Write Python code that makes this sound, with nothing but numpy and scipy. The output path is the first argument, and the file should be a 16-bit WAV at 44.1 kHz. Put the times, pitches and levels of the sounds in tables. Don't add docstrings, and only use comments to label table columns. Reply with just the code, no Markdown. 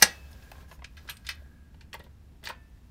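import sys
import numpy as np
from scipy import signal
from scipy.io import wavfile

SR = 44100
rng = np.random.default_rng(int(sys.argv[2]) if len(sys.argv) > 2 else 0)


def to_linear_factor(level_db):
    exponent = np.asarray(level_db, float) / 20
    return 10 ** exponent


def to_wav(sig):
    pcm = np.clip(np.atleast_2d(sig), -1, 1) * 32767
    pcm = np.round(pcm).astype(np.int16)
    wavfile.write(sys.argv[1], SR, pcm.T)


N = 127890


def rms_one(x):
    return x / np.sqrt(np.mean(x ** 2) + 1e-20)


def curve(rows):
    s, db = np.transpose(rows)
    return to_linear_factor(np.interp(np.arange(N) / SR, s, db))


def ring(x, hz, t60):
    radius = to_linear_factor(-60 / (max(t60, .001) * SR))
    turn = 2 * np.pi * hz / SR
    return signal.lfilter([0, np.sin(turn)], [1, -2 * radius * np.cos(turn), radius * radius], x + 1e-18)


def band(x, low_hz, high_hz):
    return signal.sosfilt(signal.butter(2, [low_hz, min(high_hz, .45 * SR)], "band", fs=SR, output="sos"), x)


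def low_cut(x, hz):
    return signal.sosfilt(signal.butter(2, hz, "high", fs=SR, output="sos"), x)


def narrow_noise(hz, width_hz):
    t60 = np.log(1000) / np.pi / width_hz
    return rms_one(ring(rng.standard_normal(N + SR), hz, t60)[-N:])


def coloured_noise(spectrum, patchy_db):
    hz, db = np.transpose(spectrum)
    white = rng.standard_normal((2, N + SR // 2))
    edges = 22 * 2 ** np.arange(0, 10, .5)
    out = 0
    for k, (low, high) in enumerate(zip(edges, edges[1:])):
        points = rng.standard_normal(N // 600 + 2)
        flicker = np.interp(np.arange(N) / 600, np.arange(len(points)), points)
        level_db = np.interp(np.log(low * high) / 2, np.log(hz), db, left=db[0] - 21.0)
        out = out + to_linear_factor(level_db + patchy_db * flicker) * band(white[k % 2], low, high)[-N:]
    return rms_one(out)


def knocks(events, modes, thump_db, cut_share):
    chatter_per_s, contact_s, treble_shorter = 12000, 0.00027, 0.32
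    colour_width_oct, struck_cycles = 1, 16
    struck_part_db, crack_db, treble_roll_hz = -3.5, -5, 14500
    size = SR // 5
    t = np.arange(size) / SR
    out = np.zeros((2, N + size))
    for s, db, centre_hz, t60, treble_db in events:
        chance, force = rng.random((2, size))
        luck = rng.normal(0, 2, 14)
        hits = (chance < chatter_per_s / SR) * (2 * force - 1) * np.minimum(t / contact_s + 0.39, 1)
        decay_db = -60 * t / np.clip(t60, .004, .3)
        bright = hits * to_linear_factor(decay_db / treble_shorter)
        hits = hits * to_linear_factor(decay_db)

        body = 0
        for (hz, level_db, ring_s), chance_db in zip(modes, luck):
            near = np.exp(-.5 * (np.log2(hz / centre_hz) / colour_width_oct) ** 2)
            weight = near + to_linear_factor(treble_db) * (hz > centre_hz)
            body = body + weight * to_linear_factor(level_db + chance_db) * ring(hits, hz, ring_s)
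        part = ring(hits, centre_hz, struck_cycles / centre_hz)
        rings = rms_one(body) + to_linear_factor(struck_part_db) * rms_one(part)

        crack = band(hits, centre_hz / 2, centre_hz * 2)
        crack = crack + to_linear_factor(treble_db) * band(bright, min(centre_hz * 2, 7000), treble_roll_hz)
        sound = np.array([rings, to_linear_factor(crack_db) * rms_one(crack)])

        knee_hz = min(2.9 * centre_hz, 9000)
        sound = low_cut(sound, cut_share * centre_hz)
        above = to_linear_factor(treble_db / 2) * band(sound, knee_hz, SR)
        sound = band(sound, cut_share * centre_hz, knee_hz) - above
        thump = band(hits, 120, 230) + band(hits, 420, 620)
        sound[1] += to_linear_factor(thump_db) * rms_one(thump)

        i = max(int(s * SR), 0)
        out[:, i:i + size] += to_linear_factor(db) * sound / np.max(np.abs(sound.sum(axis=0)))
    return out[:, :N]


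# [f/Hz, level/dB]
SHOP_SPECTRUM = [(15, -54), (25, -27), (43, -9), (66, -1), (108, -22.5), (236, -21), (439, -33.5),
                 (1790, -41), (16000, -56)]
# [f/Hz, width/Hz, level/dB]
MACHINE_DRONES = [
    (67.55, 8.9, -50.5),
    (142, 70, -58),
    (239, 18, -68),
    (12800, 100, -87.5),
]


def workshop():
    fade = to_linear_factor(-1.4 * np.arange(N) / SR)
    drones = sum(to_linear_factor(db) * narrow_noise(hz, width) for hz, width, db in MACHINE_DRONES)
    return to_linear_factor(-55.5) * coloured_noise(SHOP_SPECTRUM, patchy_db=1.0) + fade * drones


# [t/s, level/dB]
HAND_MOVES = [(0, -49), (.2, -60.5), (.45, -61.5), (.62, -60), (.67, -70.5), (.7, -61.5), (.76, -65.5),
              (.8, -78.5), (1.05, -63.5), (1.25, -69.5), (1.4, -68.5), (1.6, -77), (2.1, -79), (2.9, -73.5)]
# [f/Hz, level/dB per Hz]
RUSTLE_SPECTRUM = [(300, 5), (700, 6), (1600, -1), (3000, -2), (6000, -5.5), (10000, -14.5), (15500, -6.5)]


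def hand_rustle():
    return curve(HAND_MOVES) * coloured_noise(RUSTLE_SPECTRUM, patchy_db=-0.5)


# [t/s, level/dB]
EARPIECE_SWELL = [(0, -74.5), (.3, -68.5), (.6, -61.5), (.8, -80), (1.3, -68), (1.45, -66.5), (1.7, -76),
                  (1.9, -81.5), (2.9, -93)]


def earpiece_hiss():
    return curve(EARPIECE_SWELL) * narrow_noise(1635, 55)


# [t/s, peak level/dB, colour centre f/Hz, chatter t60/s, treble level/dB]
LIFT_KNOCKS = [
    (0.0, -37.5, 5500, 0.24, -17),
    (0.013, -25, 2009, 0.14, -10.5),
    (0.019, -27.5, 3500, 0.39, -3.5),
    (0.0226, -2, 2000, 0.053, 4),
    (0.0238, 2, 6010, 0.021, 1),
    (0.028, -1, 4810, 0.032, -11.5),
]
# [f/Hz, level/dB, t60/s]
CRADLE_MODES = [(560, 10, .04), (855, 2, 0.05), (1057, 8, 0.018), (1470, -3.5, .025), (1700, -3, .018),
                (1880, -1.5, .02), (1920, 5.5, .02), (2320, -1, .015), (2790, -3.5, 0.019),
                (4400, -8, 0.0074), (5150, -2.5, 0.016), (5700, -3.5, 0.0088), (6150, -3.5, .012),
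                (8556, -3, .006)]


def lift():
    return knocks(LIFT_KNOCKS, CRADLE_MODES, thump_db=-19, cut_share=0.21)


def room(x):
    gap_s, t60_s, top_t60_s, split_hz = 0.0013, 0.24, 0.11, 2900
    t = np.arange(SR // 2) / SR
    white = rng.standard_normal((2, len(t))) * np.clip(t / gap_s - 1, 0, 1)
    tail = band(white[0], 120, split_hz) * to_linear_factor(-60 * t / t60_s)
    tail = tail + band(white[1], split_hz, 11000) * to_linear_factor(-60 * t / top_t60_s)
    return to_linear_factor(-9) * signal.fftconvolve(x, tail / np.sqrt(np.sum(tail ** 2)))[:N]


# [t/s, f/Hz, level/dB, t60/s]
PART_BUZZES = [(1.096, 8700, -54.5, 0.26), (1.096, 11770, -41.5, 0.1), (1.169, 8500, -54, 0.052),
               (2.439, 8690, -54, 0.051), (2.488, 8430, -50, 0.074), (.0145, 13400, -46, 0.039),
               (.027, 8300, -25.5, 0.078), (.714, 2620, -54.5, 0.09), (.844, 2530, -45.5, 0.076),
               (1.097, 3490, -33, 0.026), (1.996, 3650, -55.5, .07), (2.041, 3700, -64, .1),
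               (2.454, 4400, -42, .1)]


def pings():
    t = np.arange(N) / SR
    out = 0
    for s, hz, db, t60 in PART_BUZZES:
        decay = to_linear_factor(db - 60 * np.clip(t - s, 0, 1) / t60) * (t > s)
        out = out + decay * narrow_noise(hz, 400)
    return out


# [t/s, peak level/dB, colour centre f/Hz,
# chatter t60/s, treble level/dB]
BENCH_THUDS = [(.023, -21, 183, 0.023, -30.5), (.026, -22.5, 560, 0.034, -33),
               (.027, -20.5, 1057, 0.035, -31.5), (.516, -41, 658, 0.01, -30),
               (1.053, -49.5, 635, 0.035, -26), (1.074, -45.5, 1600, 0.07, -25),
               (2.428, -47, 620, 0.085, -25), (2.5, -32.5, 990, 0.021, -23),
               (1.42, -51.5, 700, 0.017, -24.5), (1.46, -55, 700, 0.021, -26),
               (1.997, -41.5, 180, 0.045, -35), (2.045, -50, 213, 0.056, -30),
               (.553, -48.5, 1120, 0.077, -15), (.582, -49, 810, 0.04, -15), (.606, -48.5, 1290, .06, -14),
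               (.63, -51, 901, 0.047, -17)]
# [f/Hz, level/dB, t60/s]
BASE_MODES = [(150, 0, .05), (196, 0, 0.028), (430, -6.5, 0.036), (530, -4, .04), (648, 0.5, .04),
              (720, -3.5, .03), (944, -4.5, .03), (1057, 0, 0.12), (1600, 4, 0.022)]


def thuds():
    return knocks(BENCH_THUDS, BASE_MODES, thump_db=-32.0, cut_share=0.32)


# [f/Hz, level/dB, t60/s]
SPRING_MODES = [(690, -7, .6), (867, -8, .45), (1486, -11, .45), (1771, -2, .75), (1778, -11, .6),
                (2207, -8, .45), (2606, -9, .75)]
# [t/s, level/dB, extra level of the top spring/dB]
SPRING_STRIKES = [
    (0.025, -53, 17),
    (2.49, -54, 0),
]


def springs():
    out = 0
    for hz, level_db, t60 in SPRING_MODES:
        clicks = np.zeros(N)
        for s, db, top_db in SPRING_STRIKES:
            is_top = hz == SPRING_MODES[-1][0]
            clicks[int(s * SR)] = to_linear_factor(db + level_db + top_db * is_top)
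        out = out + ring(clicks, hz, t60)
    return out


# [start t/s, length t/s, level/dB]
CORD_RUBS = [(0.678, .03, -66.5), (0.701, 0.068, -62), (1.23, 0.066, -69), (1.343, .02, -65),
             (0.304, .03, -63), (0.425, .04, -65.5)]
# [f/Hz, width/Hz, level/dB]
FRICTION_TONES = [(5260, 340, -4), (6600, 300, -1), (9600, 290, -1), (11700, 310, -1), (14400, 500, -4)]


def rubbing():
    t = np.arange(N) / SR
    stroke = 0
    for s, length, db in CORD_RUBS:
        stroke = stroke + to_linear_factor(db) * np.sin(np.pi * np.clip((t - s) / length, 0, 1)) ** 1.2
    hiss = sum(to_linear_factor(db) * narrow_noise(hz, width) for hz, width, db in FRICTION_TONES)
    return stroke * rms_one(hiss)


# [t/s, peak level/dB, colour centre f/Hz, chatter t60/s, treble level/dB]
RAISE_TICKS = [(.329, -45, 5200, 0.028, -4), (.424, -49.5, 2645, 0.049, -3),
               (.516, -34.5, 868, 0.028, -2.5), (.713, -44.5, 2415, 0.03, -27),
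               (.7135, -39, 1000, 0.033, -30), (.726, -42.5, 960, 0.011, -24), (.79, -50, 980, 0.044, -7.5),
               (.821, -39.5, 1063, 0.052, -45), (.8435, -31, 2760, 0.042, -28),
               (.969, -40.5, 1980, 0.12, -6), (1.077, -43.5, 4000, 0.074, -29.5),
               (1.088, -29, 1630, 0.12, -12), (1.0958, -25, 3450, 0.062, 0.5),
               (1.169, -40.5, 3360, 0.033, 2), (1.247, -45, 2040, 0.49, -4), (1.267, -31, 3770, 0.053, -37),
               (1.289, -19.5, 2100, 0.094, -3)]
# [f/Hz, level/dB, t60/s]
HANDSET_MODES = [(700, 1.5, 0.03), (1020, -0.5, 0.015), (1700, -5, 0.029), (2000, -6, 0.022),
                 (2580, 1.5, 0.026), (3090, 3, 0.011), (3650, -0.5, 0.0073), (4260, 7.5, 0.0063),
                 (5010, 8.5, 0.0049), (5763, -6.5, 0.015), (6650, -17.5, .008), (8500, 0, 0.0062),
                 (12630, -2, 0.0042)]


def ticks():
    return knocks(RAISE_TICKS, HANDSET_MODES, thump_db=-28.5, cut_share=0.38)


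# [t/s, peak level/dB, colour centre f/Hz, chatter t60/s, treble level/dB]
PLUNGER_KNOCKS = [(1.744, -49.5, 1480, 0.027, -8), (1.809, -43.5, 2900, 0.07, -22),
                  (1.930, -31, 3220, 0.064, -15), (1.941, -30.5, 1098, 0.058, -4),
                  (1.9935, -47, 12900, 0.021, -12.5), (1.995, -47, 3760, 0.051, -33.5),
                  (2.0, -45.5, 690, 0.068, -29), (2.038, -53.5, 12700, .04, 0),
                  (2.04, -54.5, 3170, 0.13, -25), (2.064, -50, 870, 0.026, -16),
                  (2.43, -51, 2080, 0.072, -21), (2.439, -35.5, 3420, 0.21, -5.5),
                  (2.447, -40.5, 12800, 0.033, -15), (2.456, -31, 3670, 0.095, -47),
                  (2.472, -23, 2450, 0.029, -16), (2.4872, -28.5, 1890, 0.09, -7),
                  (2.4965, -31.5, 1550, 0.035, -10), (2.503, -30, 1020, 0.019, -7.5),
                  (2.487, -41, 14500, 0.034, -8), (2.509, -34.5, 1700, 0.014, -37),
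                  (2.462, -38.5, 4400, 0.046, -34), (2.4785, -54, 2200, 0.036, -25),
                  (2.001, -44, 1860, 0.059, -29), (2.043, -67, 3800, .06, -25),
                  (1.948, -34.5, 1830, 0.027, -25), (2.775, -59.5, 2000, .03, -17)]
# [f/Hz, level/dB, t60/s]
HOUSING_MODES = [(620, 3.5, 0.066), (945, 5, 0.027), (1593, -35, 0.016), (1902, -0.5, 0.019),
                 (2023, -9.5, 0.044), (2900, 2.5, 0.0032), (3570, -15, 0.014), (4400, 1.5, 0.0036),
                 (5500, -18, 0.0079), (8500, -23.5, 0.011), (13030, -1, 0.0046), (14710, 1, 0.0054)]


def plunger():
    return knocks(PLUNGER_KNOCKS, HOUSING_MODES, thump_db=-16.5, cut_share=0.21)


def scene():
    rings, cracks = lift() + thuds() + ticks() + plunger()
    echoes = room(to_linear_factor(-7) * rings + cracks)
    phone = rings + cracks + echoes + springs() + pings()
    hand = hand_rustle() + rubbing()
    return (phone + hand + earpiece_hiss() + workshop())[None]


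def band_limit(x):
    return signal.sosfilt(signal.butter(12, 16610, fs=SR, output="sos"), x)


def record(dry):
    rounded = .93 * np.tanh(dry / .93)
    mix = signal.sosfilt(signal.cheby2(12, 22, 15950, fs=SR, output="sos"), rounded)
    return band_limit(mix)


dry = scene()
out = record(dry)
to_wav(out)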